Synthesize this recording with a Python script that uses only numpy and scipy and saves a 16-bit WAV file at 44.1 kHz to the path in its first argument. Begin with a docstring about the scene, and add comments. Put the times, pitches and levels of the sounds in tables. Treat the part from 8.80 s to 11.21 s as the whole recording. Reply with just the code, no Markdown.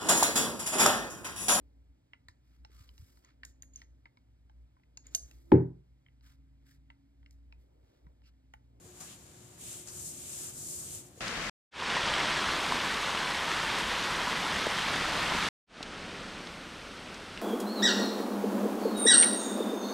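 """A quiet classroom: ventilation rumbles and the lights hum throughout. A felt eraser knocks and scuffs
off the tray of a whiteboard, and a sleeve rustles as the arm rises. From about 0.8 s the felt hisses
over the board in quick strokes, with a few clicks and bumps; near 2.3 s the arm comes down and the
eraser knocks again. A small stereo microphone across the room hears it all, with a shrill port
resonance on each side and an expander that lets the room noise rise whenever the eraser is loud."""
import sys
import numpy as np
from scipy import signal
from scipy.fft import rfft, irfft
from scipy.io import wavfile

SR = 44100
rng = np.random.default_rng(int(sys.argv[2]) if len(sys.argv) > 2 else 0)


def generate_wav(sig):
    """Save sig (samples, or channels by samples) to the path in sys.argv[1] as 16-bit PCM at SR."""
    pcm = np.round(np.clip(np.atleast_2d(sig).T, -1, 1) * 32767).astype(np.int16)
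    wavfile.write(sys.argv[1], SR, pcm)


N = 106104
ROOM_T60_S, ROOM_WET_DB = 0.85, -13


def amp(db):
    """dB to gain."""
    return 10 ** (np.asarray(db) / 20)


def unit(x):
    """Scale to rms 1."""
    return x / np.sqrt(np.mean(x ** 2) + 1e-20)


def envelopes(rows):
    """One gain curve for each dB column of a timed table, silent outside its span."""
    times, *columns = np.transpose(rows)
    return [amp(np.interp(np.arange(N) / SR, times, db, left=-120, right=-120)) for db in columns]


def at_hz(points):
    """A table read at every FFT bin on a log axis."""
    hz, v = np.transpose(points)
    return np.interp(np.log(np.arange(N // 2 + 1) * SR / N + 1), np.log(hz), v)


def colour(x, spectrum):
    """Give x a spectrum; rms 1."""
    return unit(irfft(rfft(x) * amp(at_hz(spectrum)), N))


def resonate(x, hz, width_hz, lift_db):
    """Lift one resonant band of x."""
    r = np.exp(-np.pi * width_hz / SR)
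    poles = [1, -2 * r * np.cos(2 * np.pi * hz / SR), r * r]
    peak = signal.lfilter(np.array([1, 0, -1]) * (1 - r * r) / 2, poles, x)
    return x + (amp(lift_db) - 1) * peak


def drift(rate_hz):
    """Slow chance, spread 1."""
    r = np.exp(-2 * np.pi * rate_hz / SR)
    return unit(signal.lfilter([1], [1, -2 * r, r * r], rng.standard_normal(N + SR))[SR:])


def linger(gain, time_s):
    """Power follows with a lag."""
    r = np.exp(-1 / (time_s * SR))
    return np.sqrt(signal.lfilter([1 - r], [1, -r], gain ** 2))


# Stereo image, narrow lows and wide highs. Each row: frequency in Hz, left-right correlation.
STEREO_LIKENESS = [(40, 0.98), (130, 0.96), (290, 0.84), (630, 0.51), (1200, 0.014), (2500, 0.19),
                   (4500, 0.077), (8000, 0.16), (14400, 0.035)]
def spread(streams, left_lag_s=0.00005):
    """Two streams become a stereo pair, alike mainly in the bass, the left a little late."""
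    mid, side = rfft(streams)
    alike = at_hz(STEREO_LIKENESS)
    pair = np.sqrt(1 + alike) * mid + np.sqrt(1 - alike) * side * [[1], [-1]]
    bin_hz = np.arange(N // 2 + 1) * SR / N
    delay = np.exp(-2j * np.pi * bin_hz * left_lag_s * np.array([[1], [0]]))
    return irfft(pair * delay, N)


# Tone of the air bed. Each row: frequency in Hz, relative level in dB.
AIR_EQ = [(25, -12), (45, -2.5), (65, -2), (78, -0.5), (89, 2), (108, -6), (135, -2.5), (175, -3.5),
          (225, -9), (300, -7.5), (400, -13), (500, -14), (1000, -22), (2000, -26.5), (4000, -28.5),
          (8000, -36), (15000, -31.5)]
def ventilation(level_db=-51, flutter_db=0.3):
    """Moving air lays down a bass-heavy bed of noise that flutters faintly."""
    gain = amp(level_db + flutter_db * drift(12))
    return gain * colour(spread(rng.standard_normal((2, N))), AIR_EQ)


# Partials of the hum. Each row: frequency in Hz, rms level in dB.
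HUM_PARTIALS = [(120, -62), (360, -61.5), (600, -73), (720, -76), (1200, -83), (1680, -79.5)]
def lights(waver_db=2.5, wander_rad=0.35):
    """The lights hum at multiples of the mains buzz, each wavering in level and phase."""
    t, hum = np.arange(N) / SR, np.zeros(N)
    for hz, db in HUM_PARTIALS:
        gain = np.sqrt(2) * amp(db + waver_db * drift(5))
        phase = 2 * np.pi * (hz * t + rng.random()) + wander_rad * drift(14)
        hum += gain * np.sin(phase)
    return hum


def friction(slips_per_s=12000, unevenness_db=1.5):
    """Felt fibres slip in dense, tiny, uneven jerks: a grainy stereo noise."""
    sizes = amp(unevenness_db * np.minimum(rng.exponential(1, (2, N)), 4))
    signs = rng.choice([-1, 1], (2, N))
    slipping = rng.random((2, N)) < slips_per_s / SR
    return spread(sizes * signs * slipping)


def in_room(gain):
    """The envelope of a rub heard from afar: part direct, part hanging on in the room."""
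    wet = amp(ROOM_WET_DB)
    tail = linger(gain, ROOM_T60_S / np.log(1e6))
    return np.hypot(np.sqrt(1 - wet ** 2) * gain, wet * tail)


# Off the tray, then the sleeve as the arm rises. Each row: time in seconds, rub in dB, drag in dB.
LIFT_LEVELS = [(0.0, -64, -80), (0.06, -56.5, -77), (0.12, -59.5, -64), (0.17, -54, -72), (0.198, -54, -68),
               (0.206, -45.5, -74), (0.222, -48.5, -68), (0.26, -51, -62), (0.29, -52, -54.5),
               (0.34, -52.5, -56.5), (0.37, -58.5, -66.5), (0.76, -58.5, -68), (0.85, -78, -76)]
# The sleeve as the arm comes down. Each row: time in seconds, rub in dB.
LOWER_LEVELS = [(2.33, -78), (2.38, -56.5), (2.41, -56.5)]
# Tones of the broad rub and the duller drag. Each row: frequency in Hz, relative level in dB.
RUB_EQ = [(200, -36), (700, 0), (1300, 4), (2500, -2), (4000, -1), (6000, -1), (9000, -4), (15000, -4.5)]
DRAG_EQ = [(800, -14), (1500, -14), (2200, 2), (3000, 5.5), (3800, 3.5), (5000, -7), (8000, -38)]
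# The hollow tray sings along with the rub. Each row: centre in Hz, width in Hz, lift in dB.
TRAY_RESONANCES = [(733, 26, 13), (7060, 390, 3.5)]
def handling():
    """Felt scuffs and a sleeve rustles as the eraser leaves the tray and comes down again."""
    lift_gain, drag_gain = envelopes(LIFT_LEVELS)
    lower_gain = envelopes(LOWER_LEVELS)[0]
    rub = colour(friction(), RUB_EQ)
    for resonance in TRAY_RESONANCES:
        rub = resonate(rub, *resonance)
    drag = colour(friction(), DRAG_EQ)
    return in_room(lift_gain + lower_gain) * rub + in_room(drag_gain) * drag


# Modes of the eraser block. Each row: frequency in Hz, relative level in dB, seconds to fall 60 dB.
BLOCK_MODES = [(486, 0.5, 0.025), (467, 4, 0.04), (716.4, -10, 0.17), (1220, -13.5, 0.053)]
# Hits of the block. Each row: start in seconds, ring in dB, hardness as a tilt of the modes in dB per
# octave, click in dB before its low-pass, that low-pass in Hz, panel thud in dB.
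BLOCK_HITS = [(0.055, -52, -10, -70, 3000, -39.5), (0.2099, -63, 14, -44, 8600, -61),
              (0.780, -76, -4, -34, 3200, -90), (1.074, -73, 3, -37, 9000, -55),
              (1.086, -60, 4, -37, 9000, -67), (2.169, -66, -6, -64, 3000, -38),
              (2.375, -46.5, -18, -66, 3000, -42.5), (2.401, -49.5, -14, -73, 3000, -77)]
def knocks(click_t60_s=0.004, thud_hz=109, thud_t60_s=0.081, rise_s=0.00051):
    """Each contact clicks, rings the block's modes and draws a low thud from the panel."""
    t = np.arange(SR // 10) / SR
    attack = 1 - np.exp(-t / rise_s)
    track = np.zeros(N + SR)
    for start_s, ring_db, hardness, click_db, top_hz, thud_db in BLOCK_HITS:
        ring = np.zeros(len(t))
        for hz, db, t60_s in BLOCK_MODES:
            tilt_db = hardness * np.log2(hz / BLOCK_MODES[0][0])
            mode_db = ring_db + db + tilt_db + rng.normal(0, 1)
            ring += amp(mode_db - 60 * t / t60_s) * np.sin(2 * np.pi * hz * t)
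        burst = amp(click_db - 60 * t / click_t60_s) * rng.choice([-1, 1], len(t))
        click = signal.sosfilt(signal.butter(4, top_hz, fs=SR, output="sos"), burst)
        thud = amp(thud_db - 60 * t / thud_t60_s) * np.sin(2 * np.pi * thud_hz * t)
        track[int(start_s * SR):][:len(t)] += (ring + thud) * attack + click
    return track[:N]


def classroom(x, fade_in_s=0.0032):
    """The walls add a diffuse, dying stereo tail to the direct sound."""
    t = np.arange(N) / SR
    envelope = amp(-60 * t / ROOM_T60_S) * np.clip(t / fade_in_s, 0, 1)
    tail = spread(rng.standard_normal((2, N))) * envelope
    tail = tail[:, :SR // 2] / np.sqrt(np.sum(tail ** 2, axis=1, keepdims=True))
    wet = amp(ROOM_WET_DB)
    return np.sqrt(1 - wet ** 2) * x + wet * signal.fftconvolve(x[None], tail, axes=1)[:, :N]


# The strokes. Each row: time in seconds, hiss in dB, drag in dB, hollow panel scrape in dB.
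STROKE_LEVELS = [(0.765, -79, -74, -80), (0.78, -57.5, -69, -61), (0.81, -50.5, -55.5, -65),
                 (0.845, -49, -57, -65), (0.88, -47.5, -53.5, -64), (0.93, -48.5, -55.5, -62),
                 (0.99, -49.5, -58.5, -64.5), (1.052, -55.5, -60, -73), (1.072, -52, -60, -55.5),
                 (1.115, -50, -64.5, -58), (1.19, -47, -60.5, -63), (1.28, -45.5, -74, -81),
                 (1.345, -50, -61, -77), (1.375, -48.5, -60, -75), (1.44, -48.5, -58, -67),
                 (1.56, -45, -56.5, -63.5), (1.69, -47, -60.5, -58), (1.728, -52.5, -59, -65),
                 (1.78, -47.5, -77, -62), (1.9, -44, -63, -83), (2.0, -45.5, -67, -59),
                 (2.09, -48, -58, -68), (2.15, -45.5, -60, -66), (2.18, -49, -62, -77),
                 (2.225, -55.5, -65, -67), (2.29, -60.5, -74, -72)]
# The hiss pans as the hand travels. Each row: time in seconds, left over right in dB.
HISS_BALANCE = [(0.75, -1.2), (1.1, 0.4), (1.95, -.5), (2.14, -1), (2.3, -1)]
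# Tones of the hiss, hollow scrape and panel rumble. Each row: frequency in Hz, relative level in dB.
HISS_EQ = [(1000, -33), (2500, -15), (4000, -4), (6000, 0.5), (8000, 1.5), (10000, 0), (12000, -0.5),
           (15000, -1)]
HOLLOW_EQ = [(200, -13), (400, -3), (600, 0), (900, 2), (1300, 5), (1800, 1), (3000, -16)]
RUMBLE_EQ = [(30, -25), (65, 2), (90, -17), (135, 5), (200, -7), (300, -12), (500, -13.5), (900, -22)]
def wiping(judder_db=0.48, judder_hz=20, rumble_vs_hiss_db=-11, rumble_lag_s=0.036):
    """Sliding felt hisses, drags and scrapes with one shared judder; panel rumble swells behind."""
    judder = amp(judder_db * drift(judder_hz))
    hiss_gain, drag_gain, hollow_gain = judder * envelopes(STROKE_LEVELS)
    pan_db = np.interp(np.arange(N) / SR, *np.transpose(HISS_BALANCE))
    pan = amp(pan_db / 2 * np.array([[1], [-1]]))
    rumble = amp(rumble_vs_hiss_db) * linger(hiss_gain, rumble_lag_s) * colour(friction(), RUMBLE_EQ)
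    hiss = in_room(hiss_gain * pan) * colour(friction(), HISS_EQ)
    drag = in_room(drag_gain) * colour(friction(), DRAG_EQ)
    hollow = in_room(hollow_gain) * colour(friction(), HOLLOW_EQ)
    return rumble + hiss + drag + hollow


# One short scratchy accent. Each row: time in seconds, level in dB.
SCUFF_LEVELS = [(1.064, -72), (1.074, -54), (1.1, -55.5), (1.125, -75)]
def edge_scuff(hz=5100, width_hz=1900):
    """The felt's edge scratches as it is pressed on again, pitched between drag and hiss."""
    gain = envelopes(SCUFF_LEVELS)[0]
    band = signal.butter(2, [hz - width_hz / 2, hz + width_hz / 2], "band", fs=SR, output="sos")
    return in_room(gain) * unit(signal.sosfilt(band, friction()))


def scene():
    """The eraser in the classroom, over a bed of air and hum."""
    return wiping() + edge_scuff() + handling() + classroom(knocks()) + ventilation() + lights()


def expander(x, knee_db=-47, softness_db=1.5, lag_s=0.0073, key_low_cut_hz=990):
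    """Turn everything down while the treble is quiet, and let it back up when the treble is loud."""
    key = signal.sosfilt(signal.butter(2, key_low_cut_hz, "high", fs=SR, output="sos"), x)
    key_rms = linger(np.sqrt(np.mean(key ** 2, axis=0)), lag_s)
    key_db = 20 * np.log10(key_rms + 1e-6)
    cut_db = 5.5 / (1.5 + np.exp((key_db - knee_db) / softness_db))   # at most about 3.7 dB
    return x * amp(-cut_db)


# Shrill microphone ports, left then right. Each row: centre in Hz, width in Hz, lift in dB.
MIC_PORTS = [(7213, 1160, 15), (8610, 1800, 13)]
def record(dry):
    """The microphone: resonant ports, a low cut, the expander and a steep top cut."""
    gain_db, left_louder_db, low_cut_hz, top_cut_hz = -2, 1.5, 74, 14650
    x = np.array([resonate(channel, *port) for channel, port in zip(dry, MIC_PORTS)])
    x *= amp(gain_db + left_louder_db / 2 * np.array([[1], [-1]]))
    x = signal.sosfilt(signal.butter(2, low_cut_hz, "high", fs=SR, output="sos"), x)
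    flat_to_hz = top_cut_hz - 170
    return signal.sosfilt(signal.ellip(14, 0.3, 75, flat_to_hz, fs=SR, output="sos"), expander(x))


dry = scene()
out = record(dry)
generate_wav(out)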